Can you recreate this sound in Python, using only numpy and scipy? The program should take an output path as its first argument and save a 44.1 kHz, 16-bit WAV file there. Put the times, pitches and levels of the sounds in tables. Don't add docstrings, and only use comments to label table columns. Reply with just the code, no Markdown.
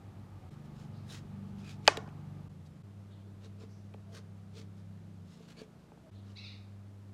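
import sys
import numpy as np
from scipy import signal
from scipy.fft import rfft, irfft, next_fast_len
from scipy.io import wavfile
from scipy.ndimage import uniform_filter1d

SR = 44100
rng = np.random.default_rng(int(sys.argv[2]) if len(sys.argv) > 2 else 0)


def generate_wav(signal):
    frames = np.transpose(np.atleast_2d(signal))
    scaled = np.clip(frames, -1, 1) * 32767
    pcm = np.round(scaled).astype(np.int16)
    wavfile.write(sys.argv[1], SR, pcm)


N = 314785
T = np.arange(N) / SR


def from_db(db):
    return 10 ** (np.asarray(db) / 20)


def rms_one(x):
    return x / np.sqrt(np.mean(x ** 2) + 1e-20)


def at_hz(points, hz, axis=1):
    points = np.array(points)
    return np.interp(np.log(np.maximum(hz, 1)), np.log(points[:, 0]), points[:, axis])


def coloured(x, spectrum, tilt_db=0):
    size = next_fast_len(len(x))
    hz = np.maximum(np.fft.rfftfreq(size, 1 / SR), 1)
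    gain = from_db(at_hz(spectrum, hz) + tilt_db * np.log2(hz))
    return rms_one(irfft(rfft(x, size) * gain, size)[:len(x)])


def drift(rate):
    own_rng = np.random.default_rng(rng.integers(2 ** 31))
    knots = own_rng.standard_normal(int(T[-1] * rate) + 2)
    return rms_one(np.interp(T * rate, np.arange(len(knots)), knots))


def cycles(hz):
    return 2 * np.pi * (np.cumsum(hz) / SR + rng.random())


def swell(s, rise, fall):
    distance = (T - s) / np.where(T < s, rise, fall)
    return np.exp(-np.minimum(distance ** 2 / 2, 30))


def tap(s, db):
    return from_db(db) * (np.arange(N) == round(s * SR))


def ring(force, modes):
    out = 0
    for k, (hz, db, t60) in enumerate(modes):
        radius = np.exp(-np.log(1000) / (t60 * SR))
        angle = 2 * np.pi * hz / SR
        feedback = [1, -2 * radius * np.cos(angle), radius ** 2]
        mode = signal.lfilter([0, np.sin(angle)], feedback, force + 1e-18)
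        out = out + (-1) ** k * from_db(db) * mode
    return out


def low_pass(x, hz, order=2):
    return signal.sosfilt(signal.butter(order, min(hz, SR / 2 - 100), fs=SR, output="sos"), x)


def whistles(rows, waver):
    wobble = 1 + waver * drift(700)
    out = 0
    for s, hz, length, db in rows:
        tone = np.sqrt(2) * np.sin(cycles(hz * wobble))
        out = out + from_db(db) * swell(s, length, length) * tone
    return out


# peak in seconds, bell spread in seconds, tearing level in dB,
# brightness in dB per octave, level of the melon's hollow ring in dB.
STROKES = [(0.526, .024, -69, -1, -83.5), (.657, 0.011, -72.5, 1, -80), (0.807, 0.038, -65, -2, -84),
           (1.11, 0.027, -62.5, 2, -60), (1.15, .029, -53, 0, -63), (1.491, 0.049, -69, -4.5, -65.5),
           (1.61, 0.026, -66, -2, -83), (1.70, .032, -56.5, -1.5, -70), (1.861, 0.021, -62, -2, -60),
           (2.667, 0.0086, -69, 2.5, -84), (3.446, 0.02, -62, -3, -61.5), (3.623, 0.021, -63, -2.5, -60.5),
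           (4.163, 0.025, -56, -1, -56.5), (4.586, 0.028, -58, -1, -57.5), (4.788, .017, -72.5, 0, -76.5),
           (5.335, .045, -67.5, -.5, -80), (5.447, 0.029, -69.5, -1.5, -77), (5.51, 0.017, -60, -.5, -69),
           (5.605, .025, -57.5, -2.5, -55.5), (5.812, 0.032, -74, -4, -80), (6.3, .03, -68.5, -2.5, -72)]
# frequency in Hz, density in dB per Hz.
RIND = [(250, -18.5), (600, -10), (1100, -3.5), (1600, -1), (2000, -6), (2500, -2), (2950, -2.5), (3500, 0),
        (4500, -1.5), (6000, -5), (8200, -9.5), (10000, -16), (15000, -25)]
# frequency in Hz, level in dB, t60 in seconds.
MELON = [(231, -3, 0.046), (438, -1, .075), (675, -13.5, .06)]
# peak in seconds, pitch in Hz, bell spread in seconds, level in dB.
SQUEAKS = [(1.108, 3780, 0.011, -55.5), (1.68, 2480, 0.03, -62), (5.595, 4400, 0.016, -60)]


def slicing(cells_per_s, size_db, judder_db, patchy_db):
    sizes = from_db(size_db * np.minimum(rng.exponential(1, N), 4)) * rng.choice([-1, 1], N)
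    bursting = rng.random(N) < cells_per_s / SR
    bursts = sizes * bursting * from_db(judder_db * drift(220))
    hollow = rms_one(ring(bursts, MELON))
    hz = np.geomspace(250, 15000, 40)
    out = np.zeros(N)
    for s, length, tear_db, tilt_db, hollow_db in STROKES:
        near = np.abs(T - s) < 1 / 4
        speed = swell(s, length, length)
        patchy = patchy_db * rng.standard_normal(len(hz))
        colour = np.column_stack([hz, at_hz(RIND, hz) + patchy])
        out[near] += from_db(tear_db) * speed[near] * coloured(bursts[near], colour, tilt_db)
        out += from_db(hollow_db) * speed * hollow
    return out + whistles(SQUEAKS, waver=0.05)


def grit(colour, decay_s, tilt_db=0):
    t = T[:SR // 10]
    return coloured(rng.standard_normal(len(t)), colour, tilt_db) * np.exp(-t / decay_s)


# start in seconds, level in dB, decay in seconds, brightness in dB per octave.
SMACKS = [(1.8544, -52, 0.0018, 1), (1.8673, -40.5, 0.0035, -1.5), (1.9715, -22.5, 0.0016, -2),
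          (2.089, -56.5, 0.0025, -1.5), (3.939, -52.5, 0.0041, -3.5)]
# frequency in Hz, density in dB per Hz.
WET_FLESH = [(400, -19.5), (1200, -13.5), (1800, -2.5), (2600, 1.5), (3900, -3), (4800, -16), (7500, -14.5),
             (11500, -19), (15500, -30.5)]


def smacks(rise_s):
    out = np.zeros(N)
    for s, db, decay_s, tilt_db in SMACKS:
        burst = from_db(db) * grit(WET_FLESH, decay_s, tilt_db)
        start = round(s * SR)
        out[start:start + len(burst)] += burst * np.tanh(T[:len(burst)] / rise_s)
    return out


# start in seconds, push in dB.
BUMPS = [(1.49, -62), (1.975, -33), (3.462, -53), (3.635, -48), (3.944, -49.5), (5.405, -49), (5.616, -40),
         (5.92, -51.5)]


def bumps():
    return ring(sum(tap(s, db) for s, db in BUMPS), MELON)


# start in seconds, click push in dB, click hardness (low-pass) in Hz,
# board thud push in dB, thud hardness (low-pass) in Hz.
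BLOWS = [(1.8774, 2.5, 12000, -1, 4950), (1.9716, -39, 1993, -31, 688), (2.0756, -52, 7006, -37.5, 1203),
         (3.941, -37.5, 1300, -33, 607.5), (5.916, -54.5, 1300, -39, 991), (5.972, -62, 1390, -45.5, 1000)]
# frequency in Hz, level in dB, t60 in seconds.
BLADE = [(1300, -8, 0.004), (1850, -9, .006), (3050, -9.5, .009), (4620, -5.5, 0.0054), (5213, -11, .007),
         (6250, -17, .008), (7300, -20.5, 0.0071), (8680, -27.5, 0.0094), (10800, -26.5, 0.0034)]
# frequency in Hz, level in dB, t60 in seconds.
BOARD = [(224, -37, 0.03), (435, -16.5, 0.03), (585, -7.5, 0.02), (860, -5.5, 0.017), (1185, -16, .03),
         (1572, -15, .022), (1850, -21.5, .03), (2480, -11, 0.02), (3307, -30, 0.02)]
THUD_LAG_S = .0027


def blows(crack_db, crack_s, echo_db, echo_top_hz):
    click = sum(low_pass(tap(s, db), hz) for s, db, hz, _, _ in BLOWS)
    thud = sum(low_pass(tap(s + THUD_LAG_S, db), hz) for s, _, _, db, hz in BLOWS)
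    crack = from_db(crack_db) * signal.fftconvolve(thud, grit(RIND, crack_s))[:N]
    contact = low_pass(click + thud, echo_top_hz, order=3)
    echo = from_db(echo_db) * yard(contact, stretch=0.93, build_s=.0045)
    return ring(click, BLADE) + ring(thud, BOARD) + crack + echo


# frequency in Hz, level in dB, t60 in seconds before stretching.
YARD = [(200, -8, .45), (450, 0.5, .45), (900, -0.5, 0.714), (1800, -1, 0.33), (3470, -7.5, 0.24),
        (6000, -8, .34), (12000, -3, 0.13)]


def yard(x, stretch, build_s):
    t, tail = T[:SR], 0
    edges = np.geomspace(140, 16000, 13)
    for low, high in zip(edges, edges[1:]):
        hz = np.sqrt(low * high)
        band_pass = signal.butter(2, [low, high], "band", fs=SR, output="sos")
        band = signal.sosfilt(band_pass, rng.standard_normal(SR))
        t60 = stretch * at_hz(YARD, hz, axis=2)
        tail = tail + band * from_db(at_hz(YARD, hz)) * np.exp(-np.log(1000) * t / t60)
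    tail = tail * (1 - np.exp(-(t / build_s) ** 2))
    return signal.fftconvolve(x, tail / np.linalg.norm(tail))[:N]


# peak in seconds, rise in seconds, fall in seconds, level in dB before distance.
SCREECH_PUSHES = [(6.372, .0075, .034, -49), (6.468, .021, 0.024, -49)]
# frequency in Hz, level in dB.
THROAT = [(1000, -32), (1700, -22), (2100, -12.5), (2600, -3), (2850, -6), (3050, -21), (3300, -15),
          (3550, 0), (3950, 1), (4400, -3), (4950, -6), (5600, -14), (6300, -15), (7000, -26), (10000, -34),
          (14000, -50)]
# peak in seconds, pitch in Hz, bell spread in seconds,
# level in dB before distance.
CHIRPS = [(.965, 4535, 0.019, -68.5), (3.13, 3710, 0.015, -68), (3.725, 5450, 0.025, -71),
          (6.17, 3804, 0.031, -70.5)]
SCREECH_S, SCREECH_REST_HZ, SCREECH_TOP_HZ = 6.414, 850, 1400
ARCH_RISE_S, ARCH_FALL_S = .034, .046


def birds():
    arch = swell(SCREECH_S, ARCH_RISE_S, ARCH_FALL_S)
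    pitch = SCREECH_REST_HZ + (SCREECH_TOP_HZ - SCREECH_REST_HZ) * arch
    pitch = pitch * (1 + .022 * drift(700))
    phase = cycles(pitch)
    call = sum(from_db(at_hz(THROAT, k * pitch)) * np.sin(k * phase) for k in range(1, 5))
    rasp = from_db(-7) * coloured(rng.standard_normal(N), THROAT)
    effort = sum(from_db(db) * swell(s, rise, fall) for s, rise, fall, db in SCREECH_PUSHES)
    roughness = from_db(2.0 * drift(180))
    return effort * roughness * (call + rasp) + whistles(CHIRPS, waver=0.13)


# peak in seconds, pitch in Hz, bell spread in seconds, level in dB.
HOOTS = [(.45, 741, 0.018, -64.5), (4.11, 670, 0.036, -65), (6.065, 644, 0.02, -62)]


def hoots():
    return whistles(HOOTS, waver=0.039)


SHIFT_S = 0.046


def stepped(rows):
    s, *columns = np.transpose(rows)
    row = np.maximum(np.searchsorted(s, T, side="right") - 1, 0)
    return [uniform_filter1d(c[row], max(int(SHIFT_S * SR), 1)) for c in columns]


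# start in seconds, engine level in dB, pitch that booms most in Hz,
# wash level in dB, rumble level in dB, clatter level in dB.
STRETCHES = [(0, -62, 169, -64, -57, -63.5), (.502, -55.5, 148.7, -63.5, -56.5, -64),
             (2.489, -56.5, 150.1, -65, -61.5, -75), (2.829, -64.5, 157.8, -65.5, -63, -76.5),
             (6.108, -68.5, 219.5, -65.5, -63.5, -78)]
# frequency in Hz, level in dB.
EXHAUST = [(45, -13.5), (75, -14.5), (100, -12), (123, -5.5), (137, -3.5), (147, -2), (170, -4.5),
           (195, -4), (221, -4), (250, -24), (340, -16.5)]
# peak in seconds, bell spread in seconds, pitch in Hz, gain in dB.
SWELLS = [(.85, .16, 119, 7), (.85, .16, 224, 6), (1.501, .17, 204, 13), (2.3, .14, 151.7, 5),
          (4.85, .6, 175.4, 10.5), (5.501, .42, 227.7, 8.5)]
IDLE_FIRINGS_PER_S, CREEP_PER_S2 = 24.55, .5
THROTTLE_AT_S, THROTTLE_S, THROTTLE_ADDED_FIRINGS_PER_S = 2.42, .6, 1.9


def engine(fading_db, boom_db, boom_width_hz, swell_width_hz):
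    db, boom_hz, *_ = stepped(STRETCHES)
    since = np.maximum(T - THROTTLE_AT_S, 0)
    throttle = THROTTLE_ADDED_FIRINGS_PER_S * np.minimum(since / THROTTLE_S, 1)
    rate = IDLE_FIRINGS_PER_S + throttle + CREEP_PER_S2 * since
    swells = [(hz, gain_db * swell(s, length, length)) for s, length, hz, gain_db in SWELLS]
    phase, out = cycles(rate), 0
    for k in range(2, 14):
        hz = k * rate
        lift_db = boom_db / (1 + ((hz - boom_hz) / boom_width_hz) ** 2)
        for centre_hz, gain_db in swells:
            lift_db = lift_db + gain_db / (1 + ((hz - centre_hz) / swell_width_hz) ** 4)
        level_db = at_hz(EXHAUST, hz) + lift_db + fading_db * drift(2.6)
        out = out + from_db(level_db) * np.sin(k * phase + 2 * np.pi * rng.random())
    return from_db(db) * out


# switched on in seconds, switched off in seconds, coasting in seconds,
# level in dB, unsteadiness from 0 to 1.
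MOTOR_RUNS = [(0, 0.278, 0.29, -51.5, .75), (.86, 2.4, 0.38, -52, .06), (2.799, 5.118, 0.24, -51.3, 0.07),
              (6.085, 7.199, .3, -50.5, .06)]
# multiple of the hum's pitch, level in dB.
MOTOR_LINES = [(1, 0), (2, -6.5), (3, -25), (4, -26.5)]
MOTOR_HZ, SPIN_UP_S, SAG_HZ_PER_S, BEATS_PER_S = 99.9, 0.052, 39, 7.2


def motor(beat_depth, waver_hz, flutter_db):
    out = np.zeros(N)
    waver = waver_hz * drift(4)
    flutter = from_db(flutter_db * drift(18))
    for on, off, coast_s, db, unsteady in MOTOR_RUNS:
        running = (T >= on) & (T < off + coast_s)
        age = T[running] - on
        coasting = np.maximum(T[running] - off, 0)
        phase = cycles(MOTOR_HZ + waver[running] - SAG_HZ_PER_S * coasting)
        level = from_db(db) * np.minimum(age / SPIN_UP_S, 1) * (1 - (coasting / coast_s) ** 3)
        hum = 0
        for multiple, line_db in MOTOR_LINES:
            kept = 1 if multiple == 1 else 1 - unsteady
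            hum = hum + from_db(line_db) * kept * np.sin(multiple * phase)
        beating = 1 - beat_depth * unsteady * np.cos(2 * np.pi * BEATS_PER_S * age)
        out[running] += np.sqrt(2) * level * hum * beating
    return out * flutter


# frequency in Hz, level in dB.
AIR = [(130, -25), (280, -4), (400, -4.5), (520, -7.5), (660, -8), (820, -12.5), (1020, -14), (1230, -14.5),
       (1900, -20.5), (4000, -26), (8900, -39), (14800, -55), (15600, -70.5)]
# frequency in Hz, level in dB.
RUMBLE = [(20, -32.5), (45, -6), (80, 0.5), (115, 1.5), (150, -2.5), (220, -4.5), (330, -7.5), (600, -46.5)]
# frequency in Hz, density in dB per Hz.
CLATTER = [(250, -4), (400, -2), (640, -8), (740, -3.5), (840, 0), (940, -6), (1030, -11.5), (1130, -7),
           (1240, -4.5), (1420, -16), (2400, -18.5), (5000, -33.5), (12000, -60)]
# frequency in Hz, level in dB.
HISS = [(1500, -16), (3500, -0.5), (7000, 0), (12000, -5.5), (14800, -13.5), (15600, -34.5)]


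def air(hiss_db, wander_db):
    *_, wash_db, rumble_db, clatter_db = stepped(STRETCHES)
    garden = 0
    for db, colour in [(wash_db, AIR), (rumble_db, RUMBLE), (clatter_db, CLATTER)]:
        level = from_db(db + wander_db * drift(3))
        garden = garden + level * coloured(rng.standard_normal(N), colour)
    hiss = from_db(hiss_db) * coloured(rng.standard_normal(N), HISS)
    return low_pass(garden + hiss, 14800, order=12)


DIP_DEPTH, DIP_FALL_S, DIP_RECOVER_S = 0.85, 0.0044, 0.0043


def level_dips():
    dips = [1 - DIP_DEPTH * swell(s, DIP_FALL_S, DIP_RECOVER_S) for s, *_ in STRETCHES[1:]]
    return np.prod(dips, axis=0)


def scene():
    melon = slicing(cells_per_s=7000, size_db=2.5, judder_db=1.57, patchy_db=2.5)
    melon = melon + smacks(rise_s=.0004) + bumps()
    near = melon + from_db(-21) * yard(melon, stretch=1.0, build_s=0.011)
    board = blows(crack_db=-24.5, crack_s=0.0027, echo_db=-6.5, echo_top_hz=6300)
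    calls = birds()
    far = from_db(-2) * (calls + yard(calls, stretch=1.7, build_s=.02))
    background = engine(fading_db=0.85, boom_db=7.5, boom_width_hz=20, swell_width_hz=18)
    background = background + motor(beat_depth=.9, waver_hz=.4, flutter_db=0.7)
    background = background + air(hiss_db=-80.5, wander_db=0.37) + hoots()
    return ((near + board + far + background) * level_dips())[None]


CUTOFF_HZ = 16800


def record(dry):
    rounded = 1.5 * np.tanh(dry / 1.5)
    return signal.sosfilt(signal.cheby2(12, 60, CUTOFF_HZ, fs=SR, output="sos"), rounded)


dry = scene()
out = record(dry)
generate_wav(out)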